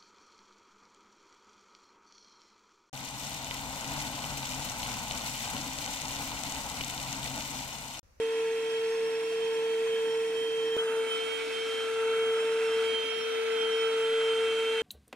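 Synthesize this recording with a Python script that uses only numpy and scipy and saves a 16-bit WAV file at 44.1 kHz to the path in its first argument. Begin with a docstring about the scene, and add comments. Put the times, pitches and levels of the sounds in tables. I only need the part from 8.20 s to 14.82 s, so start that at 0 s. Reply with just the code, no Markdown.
"""Carpet washer on a wet rug

An upright carpet washer runs in a garden, heard from across the lawn, then suddenly from close by.
Sines locked to one shaft angle give motor hum, seven-blade fan whine, commutator whistle and overtones.
Filtered noise gives the air roar and hiss; the brush roll pulses in both.
As the machine is pushed to and fro, the tones swell, fade and shift between two microphones."""
import sys
import numpy as np
from scipy import signal
from scipy.fft import rfft, irfft, next_fast_len
from scipy.io import wavfile
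from scipy.ndimage import map_coordinates

SR = 44100
rng = np.random.default_rng(int(sys.argv[2]) if len(sys.argv) > 2 else 0)


def put_to_file(sound):
    """Save the sound as 16-bit audio at rate SR, in the file named by the first command-line argument."""
    columns = np.atleast_2d(sound).T  # one column per channel
    safe = np.clip(columns, -1, 1)
    whole_steps = np.round(safe * 32767)
    wavfile.write(sys.argv[1], SR, whole_steps.astype(np.int16))


N = 291942
T = np.arange(N) / SR
CLOSE_S = 2.567
CLOSE = T >= CLOSE_S
TOP_HZ = 15450

FAR_SHAFT_HZ, CLOSE_SHAFT_HZ, SAG_HZ_PER_S = 451.3, 450.1, 0.14
PHASE_JUMP_RAD = 1.965  # fixed jump of the shaft angle where the close spot begins
BLADES, BARS = 7, 12
BRUSH_HZ, BRUSH_SCATTER = 40.9, 0.148  # beats on the pile; relative rms spread of their rate
THROB = 0.55  # overall brush throb, scales the shares in STRONG

# Shaft hum, high on the push and low on the draw: (time [s], level [dB])
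HUM_LEVEL = [(0, -29), (0.45, -31.5), (0.7, -29.5), (1.1, -31.5), (1.45, -29), (1.95, -29), (2.17, -31),
             (2.6, -29.5), (2.79, -30), (2.92, -34.5), (3.1, -35.5), (3.65, -33.5), (3.87, -27.5),
             (4.1, -28), (4.33, -28.5), (4.62, -28), (4.88, -35), (5.02, -33.5), (5.28, -30.5), (5.5, -29),
             (6, -27.5), (6.6, -30)]
# Octave of the hum: (time [s], level [dB])
OCTAVE_LEVEL = [(0, -52.5), (.5, -52), (.95, -55), (1.17, -60), (1.3, -49.5), (1.61, -52), (1.72, -62),
                (1.92, -51), (2.17, -57), (2.33, -60), (2.55, -55), (2.6, -49), (2.84, -46.5),
                (2.92, -57.5), (3.27, -53.5), (3.42, -62), (3.72, -55.5), (3.86, -47), (4.05, -52),
                (4.3, -51), (4.45, -54.5), (4.77, -48), (4.88, -56), (5.3, -58), (5.5, -52.5), (6.3, -52),
                (6.6, -50)]
# Hum between the microphones: (time [s], left minus right [dB], left lead [rad])
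HUM_PAN = [(0, 0, 0.23), (1.2, -.8, .38), (2.55, -1.9, 0.27), (2.6, 0, 0), (2.72, 0.5, -.1),
           (2.92, 3, -0.74), (3.12, 1.5, -1.35), (3.68, 2.7, -0.6), (3.96, 0, 0), (4.46, 0, 0),
           (4.73, 4.3, -0.35), (4.91, 4.4, -1), (5.5, 3.3, -.4), (5.86, .8, -.2), (6.6, 1, -.17)]
# Blade whine at each microphone, far spot: (time [s], left [dB], right [dB])
WHINE_FAR = [(0, -55, -45), (0.26, -78, -49), (0.57, -42, -41), (0.74, -72, -56), (0.85, -55, -45.5),
             (1.13, -65, -50), (1.18, -53, -42.5), (1.35, -53, -44), (1.6, -51, -45.5), (1.72, -44, -42.5),
             (2.05, -52, -45.5), (2.22, -43.5, -38.5), (2.54, -43.5, -41)]
# Blade whine at each microphone, close spot: (time [s], left [dB], right [dB])
WHINE_CLOSE = [(2.567, -50, -50), (2.578, -45, -47), (2.59, -31, -29), (2.645, -46, -50), (2.68, -44, -42),
               (2.74, -60, -46), (2.8, -46, -42), (2.85, -54, -45), (2.92, -36, -31.5), (3.06, -44, -37.5),
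               (3.2, -50, -38), (3.3, -63, -46), (3.34, -47, -36.5), (3.48, -38, -37), (3.64, -44, -37),
               (3.68, -63, -44), (3.9, -50, -42), (4.08, -43, -38), (4.2, -47, -40), (4.32, -61, -42),
               (4.45, -66, -46), (4.52, -42, -37), (4.61, -46, -40), (4.75, -36.5, -30.5),
               (4.81, -42, -33.5), (5.04, -46, -38.5), (5.29, -56, -41), (5.39, -39.5, -33),
               (5.65, -41, -33.5), (5.7, -51, -38), (5.92, -38, -37.5), (6.13, -40.5, -36.5),
               (6.3, -43, -38), (6.6, -39.5, -35.5)]
# Blade whine phase between the microphones: (time [s], left lead [rad])
WHINE_LEAD = [(0, 4.5), (1.3, 3), (1.75, 1.64), (2.56, 1.5), (2.572, 3.5), (2.6, 2.4), (2.64, 3.1),
              (2.68, 1.5), (2.74, 2.5), (2.79, 0.5), (2.86, 1.5), (2.95, 2.5), (3.02, 0.1), (3.12, 2.5),
              (3.24, 1.5), (3.31, -1.2), (3.58, 1), (3.87, -2.5), (4.3, -3), (4.42, -0.2), (4.68, 1.4),
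              (4.77, -0.3), (5.03, 0.1), (5.24, 2.5), (5.4, -1), (5.62, 1.7), (5.87, 5.5), (6.35, 6.5),
              (6.6, 6.5)]
# Commutator whistle: (time [s], level [dB], left lead [rad])
WHISTLE = [(0, -62, 1.8), (.6, -61.5, 1.7), (0.87, -57, 2.3), (1.08, -59, 1.5), (1.35, -59.5, 1.2),
           (1.72, -73, 1.1), (1.9, -59, 0.7), (2.36, -63, 0.6), (2.52, -57, 0.5), (2.68, -71, 0.87),
           (2.92, -58.5, 1.3), (3.05, -62, 1.2), (3.25, -60, 1), (3.58, -57, 0.88), (3.85, -66, 1),
           (4.2, -60, 0.99), (4.55, -57.5, 1.2), (4.77, -63, 1.9), (5.02, -50, 2.3), (5.19, -62, 2.3),
           (5.33, -54, 2.5), (5.47, -59, 2), (5.6, -54.5, 1.2), (5.76, -60, 2.2), (5.9, -65, 1.6),
           (6.1, -60, 1.2), (6.6, -65, 1.6)]
# Third shaft multiple, reinforced by the tank, before trim: (time [s], level [dB])
THIRD = [(0, -56), (1.6, -54.5), (2.55, -55.5), (2.6, -49.5), (2.95, -47.5), (3.1, -53), (3.35, -53),
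         (3.5, -45.5), (3.9, -42), (4.25, -47), (4.5, -49.5), (4.85, -54.5), (5.1, -44.5), (5.35, -46),
         (5.6, -42.5), (5.72, -44), (6.2, -43.5), (6.6, -47)]
# Fifth shaft multiple, before trim: (time [s], level [dB])
FIFTH = [(0, -65), (2.76, -65), (2.83, -43.5), (2.92, -52), (3.03, -44), (3.45, -46), (3.65, -57),
         (3.82, -67), (3.98, -44), (4.27, -54), (4.55, -56), (4.68, -44.5), (5.1, -50.5), (5.55, -46),
         (5.9, -55), (6.3, -49), (6.6, -46)]
# Sixth shaft multiple, before trim: (time [s], level [dB])
SIXTH = [(0, -56.5), (1.1, -52.5), (1.6, -63), (2.55, -61), (2.72, -50), (3.1, -58), (3.6, -55), (3.9, -45),
         (4.07, -60), (4.25, -47), (4.56, -47), (4.68, -59), (4.9, -50), (5.3, -56), (5.9, -50),
         (6.3, -46.5), (6.6, -45)]
# Strong shaft multiples: (multiple [-], level curve [table], share of brush throb [-])
STRONG = [(3, THIRD, 0.43), (5, FIFTH, 0.26), (6, SIXTH, .4)]
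# Weak shaft multiples, before trim; multiples get rounded: (multiple [-], far [dB], close [dB])
WEAK = [(4, -59.5, -63), (7.96, -80.5, -64.5), (9, -67.5, -63), (10, -67, -79), (11, -73, -69),
        (13, -72, -71), (14, -66.5, -71), (15, -75, -74), (16, -84, -73), (21, -76, -78), (22, -74.5, -72),
        (23, -78, -73), (24, -77, -74)]
# Turbulence spectrum before resonances: (frequency [Hz], far [dB per Hz], close [dB per Hz])
AIR_SPECTRUM = [(30, -102, -105), (70, -92, -95), (148, -85.5, -89), (280, -79, -75.5), (620, -79, -77.5),
                (1064, -82.5, -80), (1585, -78.5, -67), (2530, -81, -76), (3320, -80.5, -78),
                (4890, -97, -88), (6960, -93, -90.5), (9100, -90, -87.5), (11430, -99.5, -99),
                (14900, -106, -106)]
# Housing, tank and duct resonances: (centre [Hz], width [Hz], far change [dB], close change [dB])
DUCTS = [(313, 24, 7.5, -1), (1030, 240, 8, 2.5), (1263, 235, -5.5, 6), (1324, 69, 3.5, 2),
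         (1524, 60, 3, 0), (1660, 43, 9.5, 1.5), (1927, 104, 9, 0), (2000, 84, 0, 6.5), (2220, 50, 8, 5.5),
         (2566, 170, 9, 6), (3140, 210, 6, -0.5), (3560, 150, 1.5, 2.5), (4040, 130, 1.5, 3.5),
         (4370, 64, 11.5, 1), (4570, 70, 4, -0.5), (4660, 350, -0.5, 3), (6040, 180, 3, 8.5),
         (7520, 110, 7, 6)]
# Antiresonances between them, mostly dips: (centre [Hz], width [Hz], far change [dB], close change [dB])
NOTCHES = [(586, 69, -7, -2.5), (1193, 290, -1.5, -5), (1825, 430, -3.5, -9.5), (3030, 220, -8.5, -1.5),
           (5300, 1300, 6.5, -4)]
# Microphone pair: (frequency [Hz], far likeness [0-1], close likeness [0-1], left minus right [dB])
MICROPHONES = [(60, 0.88, 1, 0.5), (312, 0.98, 0.95, 0.6), (670, 0.55, 0.94, 0), (1100, 0.3, 0.35, 0),
               (1400, 0, 0.73, -3), (1920, 0.56, 0.55, -1.5), (2670, 0.98, 0.82, -4), (3080, 0, 0.4, 2.5),
               (4200, 0, 0.55, -1.5), (5300, 0.1, 0.23, -0.5), (7450, 0.17, 0.8, -2),
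               (9500, 0.48, 0.32, -1.5), (13900, 0, 0, -1.5)]
# Air bands, rumble to hiss:
# (centre [Hz], hum swell [dB per dB], rush swell [dB per dB], brush pulsing [dB])
AIR_BANDS = [(470, 0.06, 0, 0), (1330, 0.38, -0.07, 0.6), (2370, 0.25, 0.3, -0.5), (4300, 0, 0.45, 1),
             (7000, -0.01, -0.06, 0)]
# Exhaust rush, used relative to its mean at each spot: (time [s], level [dB])
RUSH_LEVEL = [(0, -48), (2.56, -51.5), (2.6, -65), (2.78, -56), (2.98, -43), (3.5, -42), (4.15, -53.5),
              (4.7, -41), (5.3, -42.5), (5.8, -45.5), (6.6, -42.5)]
# Reflections off ground, housing, handle and fence: (delay [ms], level re direct [dB], rms wander [ms])
REFLECTIONS = [(1.7, -26, 0.085), (3.6, -24.5, 0.18), (6.3, -19, 0.299), (17, -14.5, 0.499)]
# Lead of the airflow at the left microphone: (time [s], lead [us])
AIR_LEAD = [(0, 28), (2.56, 37), (2.75, 52), (3.0, 7), (3.55, 6), (3.9, 40), (4.5, 22), (4.7, -18),
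            (4.9, -61), (5.3, -52), (5.7, -29), (6, 0), (6.6, -7)]


def undb(db):
    """Decibels to gain."""
    return 10 ** (np.asarray(db) / 20)


def curves(table):
    """Columns of a timed table, one value per sample."""
    time_s, *columns = np.transpose(table)
    return [np.interp(T, time_s, column) for column in columns]


def over_hz(hz, points_hz, values):
    """Straight lines on a log-frequency axis."""
    return np.interp(np.log(hz + 1), np.log(points_hz), values)


def walk(rate_hz):
    """Smooth random motion, zero mean and unit rms, mostly below rate_hz."""
    size = next_fast_len(N)
    hz = np.arange(size // 2 + 1) * SR / size
    spectrum = rfft(rng.standard_normal(size)) / (1 + (hz / rate_hz) ** 2)
    x = irfft(spectrum, size)[:N]
    return (x - x.mean()) / x.std()


def tone(phase_rad, level_db, pan_db, lead_rad):
    """Sine of given rms level with a level and phase difference between the microphones."""
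    sides = np.array([[1], [-1]]) / 2
    gain = undb(sides * pan_db)
    gain = gain / np.sqrt(np.mean(gain ** 2, axis=0))
    return np.sqrt(2) * undb(level_db) * gain * np.sin(phase_rad + sides * lead_rad)


def shaft(wobble_hz=0.32):
    """Shaft angle: the motor sags slowly and the load wobbles its speed."""
    far_hz = FAR_SHAFT_HZ - SAG_HZ_PER_S * T
    close_hz = CLOSE_SHAFT_HZ - SAG_HZ_PER_S * (T - CLOSE_S)
    hz = np.where(CLOSE, close_hz, far_hz) + wobble_hz * walk(18.6)
    return 2 * np.pi * np.cumsum(hz) / SR + PHASE_JUMP_RAD * CLOSE


def brush():
    """Angle of the brush roll, which drags unevenly on the wet pile."""
    hz = BRUSH_HZ * (1 + BRUSH_SCATTER * walk(23.3))
    return 2 * np.pi * np.cumsum(hz) / SR


def hum(angle, flutter_db=0.54, octave_flutter_db=2.4, octave_pan_db=-0.5, octave_lead_rad=0.86):
    """Rotor unbalance shakes the housing once a turn, with a weak octave; strokes swing the hum sideways."""
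    (level_db,), (octave_db,) = curves(HUM_LEVEL), curves(OCTAVE_LEVEL)
    pan_db, lead_rad = curves(HUM_PAN)
    first = tone(angle, level_db + flutter_db * walk(10.4), pan_db, lead_rad)
    octave_db = octave_db + octave_flutter_db * walk(19)
    second = tone(2 * angle, octave_db, octave_pan_db + 2 * walk(1), octave_lead_rad)
    return first + second


def whine(angle, close_flutter_db=1.52, far_flutter_db=2.0, jitter_rad=0.15, sway_rad=0.14):
    """Fan blades chop the air; turbulence trembles the tone, with peaks and nulls at each microphone."""
    left_db, right_db = np.where(CLOSE, curves(WHINE_CLOSE), curves(WHINE_FAR))
    level_db = 10 * np.log10((undb(left_db) ** 2 + undb(right_db) ** 2) / 2)
    level_db = level_db + np.where(CLOSE, close_flutter_db, far_flutter_db) * walk(20)
    lead_rad, = curves(WHINE_LEAD)
    phase = BLADES * angle + jitter_rad * walk(30)
    return tone(phase, level_db, left_db - right_db, lead_rad + sway_rad * walk(7.1))


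def whistle(angle, waver_db=2.0, flutter_db=2.5, jitter_rad=0.25, pan_db=-2.0, sway_rad=0.36):
    """Commutator bars pass the brushes with a thin tone that wavers as the machine moves."""
    level_db, lead_rad = curves(WHISTLE)
    level_db = level_db + waver_db * walk(12) + flutter_db * walk(90)
    phase = BARS * angle + jitter_rad * walk(70)
    return tone(phase, level_db, pan_db + walk(4.1), lead_rad + sway_rad * walk(20))


def whirr(angle, roll, trim_db=-2.0, fade_db=1.24, flutter_db=1.5, jitter_rad=0.12,
          pan_db=-1.5, lead_rad=-0.3, sway_rad=0.29):
    """Uneven blades add strong shaft multiples; a sideband one brush rate below makes each throb."""
    out = 0
    for order, table, share in STRONG:
        level_db, = curves(table)
        level_db = level_db + trim_db + fade_db * walk(8) + flutter_db * walk(80)
        phase = order * angle + rng.uniform(0, 2 * np.pi) + jitter_rad * walk(60)
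        pan, lead = pan_db + walk(2.4), lead_rad + sway_rad * walk(3.5)
        out = out + tone(phase, level_db, pan, lead)
        out = out + THROB * share * tone(phase - roll, level_db, pan, lead)
    return out


def overtones(angle, trim_db=1.0, fade_db=3.0, flutter_db=3.0, jitter_rad=0.17, sway_rad=1.0):
    """Weaker shaft multiples, each fading and trembling on its own."""
    out = 0
    for order, far_db, close_db in WEAK:
        level_db = np.where(CLOSE, close_db, far_db) + trim_db
        level_db = level_db + fade_db * walk(12) + flutter_db * walk(95)
        drift = walk(4.9)  # a change of path moves balance and phase together, most for short waves
        lead_rad = min(0.18 * order, 1.7) + sway_rad * min(order / 5, 2) * drift
        phase = round(order) * angle + rng.uniform(0, 2 * np.pi) + jitter_rad * walk(70)
        out = out + tone(phase, level_db, -2 + drift, lead_rad)
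    return out


def turbulence(spot):
    """Stereo spectrum of air rushing through resonant ducts, at spot 0 (far) or 1 (close)."""
    hz = np.arange(N // 2 + 1) * SR / N
    air, microphones = np.transpose(AIR_SPECTRUM), np.transpose(MICROPHONES)
    level_db = over_hz(hz, air[0], air[1 + spot])
    for centre_hz, width_hz, *change_db in DUCTS + NOTCHES:
        level_db = level_db + change_db[spot] / (1 + (2 * (hz - centre_hz) / width_hz) ** 2)
    likeness = np.clip(over_hz(hz, microphones[0], microphones[1 + spot]), -0.98, 0.98)
    pan_db = over_hz(hz, microphones[0], microphones[-1])
    sides = np.array([[1], [-1]])
    mid, side = rfft(rng.standard_normal((2, N))) * np.sqrt(SR) / 2
    pair = mid * np.sqrt(1 + likeness) + sides * side * np.sqrt(1 - likeness)
    return hz, pair * undb(level_db + sides * pan_db / 2)


def swell(table):
    """Level curve in dB relative to its mean at the present listening spot."""
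    level_db, = curves(table)
    return level_db - np.where(CLOSE, level_db[CLOSE].mean(), level_db[~CLOSE].mean())


def suction(spot, heard, roll, flicker_db=1.2, flicker_hz=1500, surge_db=0.5):
    """Air bands swell with strokes and exhaust, gurgle and pulse; flicker shrinks above flicker_hz."""
    hz, spectrum = turbulence(spot)
    centres_hz = [band[0] for band in AIR_BANDS]
    stroke_db, rush_db = swell(HUM_LEVEL), swell(RUSH_LEVEL)
    out = 0
    for share, (centre_hz, by_stroke, by_rush, brush_db) in zip(np.eye(len(centres_hz)), AIR_BANDS):
        band = irfft(spectrum * over_hz(hz, centres_hz, share), N)  # bands crossfade, sum to one
        swell_db = by_stroke * stroke_db + by_rush * rush_db
        gurgle_db = flicker_db * min(flicker_hz / centre_hz, 1) * walk(61)
        pulse_db = brush_db * np.cos(roll)
        out = out + band * undb(swell_db + gurgle_db + pulse_db + surge_db * walk(22))
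    return out * heard


def reflect(pair, wander_hz=0.59):
    """Short reflections with wandering paths comb the airflow with moving peaks and dips."""
    out, power = pair, 1
    for delay_ms, level_db, wander_ms in REFLECTIONS:
        late_s = (delay_ms + wander_ms * walk(wander_hz)) / 1000
        position = [(T - late_s) * SR]
        late = np.array([map_coordinates(x, position, order=3, mode="mirror") for x in pair])
        out = out + undb(level_db) * late
        power = power + undb(level_db) ** 2
    return out / np.sqrt(power)


def bearing(pair):
    """The airflow reaches the nearer microphone first."""
    lead_us, = curves(AIR_LEAD)
    shift = lead_us * SR / 1e6 / 2  # samples, half to each side
    left, right = pair
    return np.array([map_coordinates(left, [T * SR + shift], order=5, mode="mirror"),
                     map_coordinates(right, [T * SR - shift], order=5, mode="mirror")])


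def scene():
    """One shaft drives all the tones; the brush roll throbs in the strong multiples and the air."""
    angle, roll = shaft(), brush()
    tones = hum(angle) + whine(angle) + whistle(angle) + whirr(angle, roll) + overtones(angle)
    air = suction(0, ~CLOSE, roll) + suction(1, CLOSE, roll)
    return tones + bearing(reflect(air))


def record(dry):
    """A steep elliptic low-pass cuts the top."""
    low_pass = signal.ellip(10, 0.1, 80, TOP_HZ, fs=SR, output="sos")
    return signal.sosfilt(low_pass, dry)


dry = scene()
out = record(dry)
put_to_file(out)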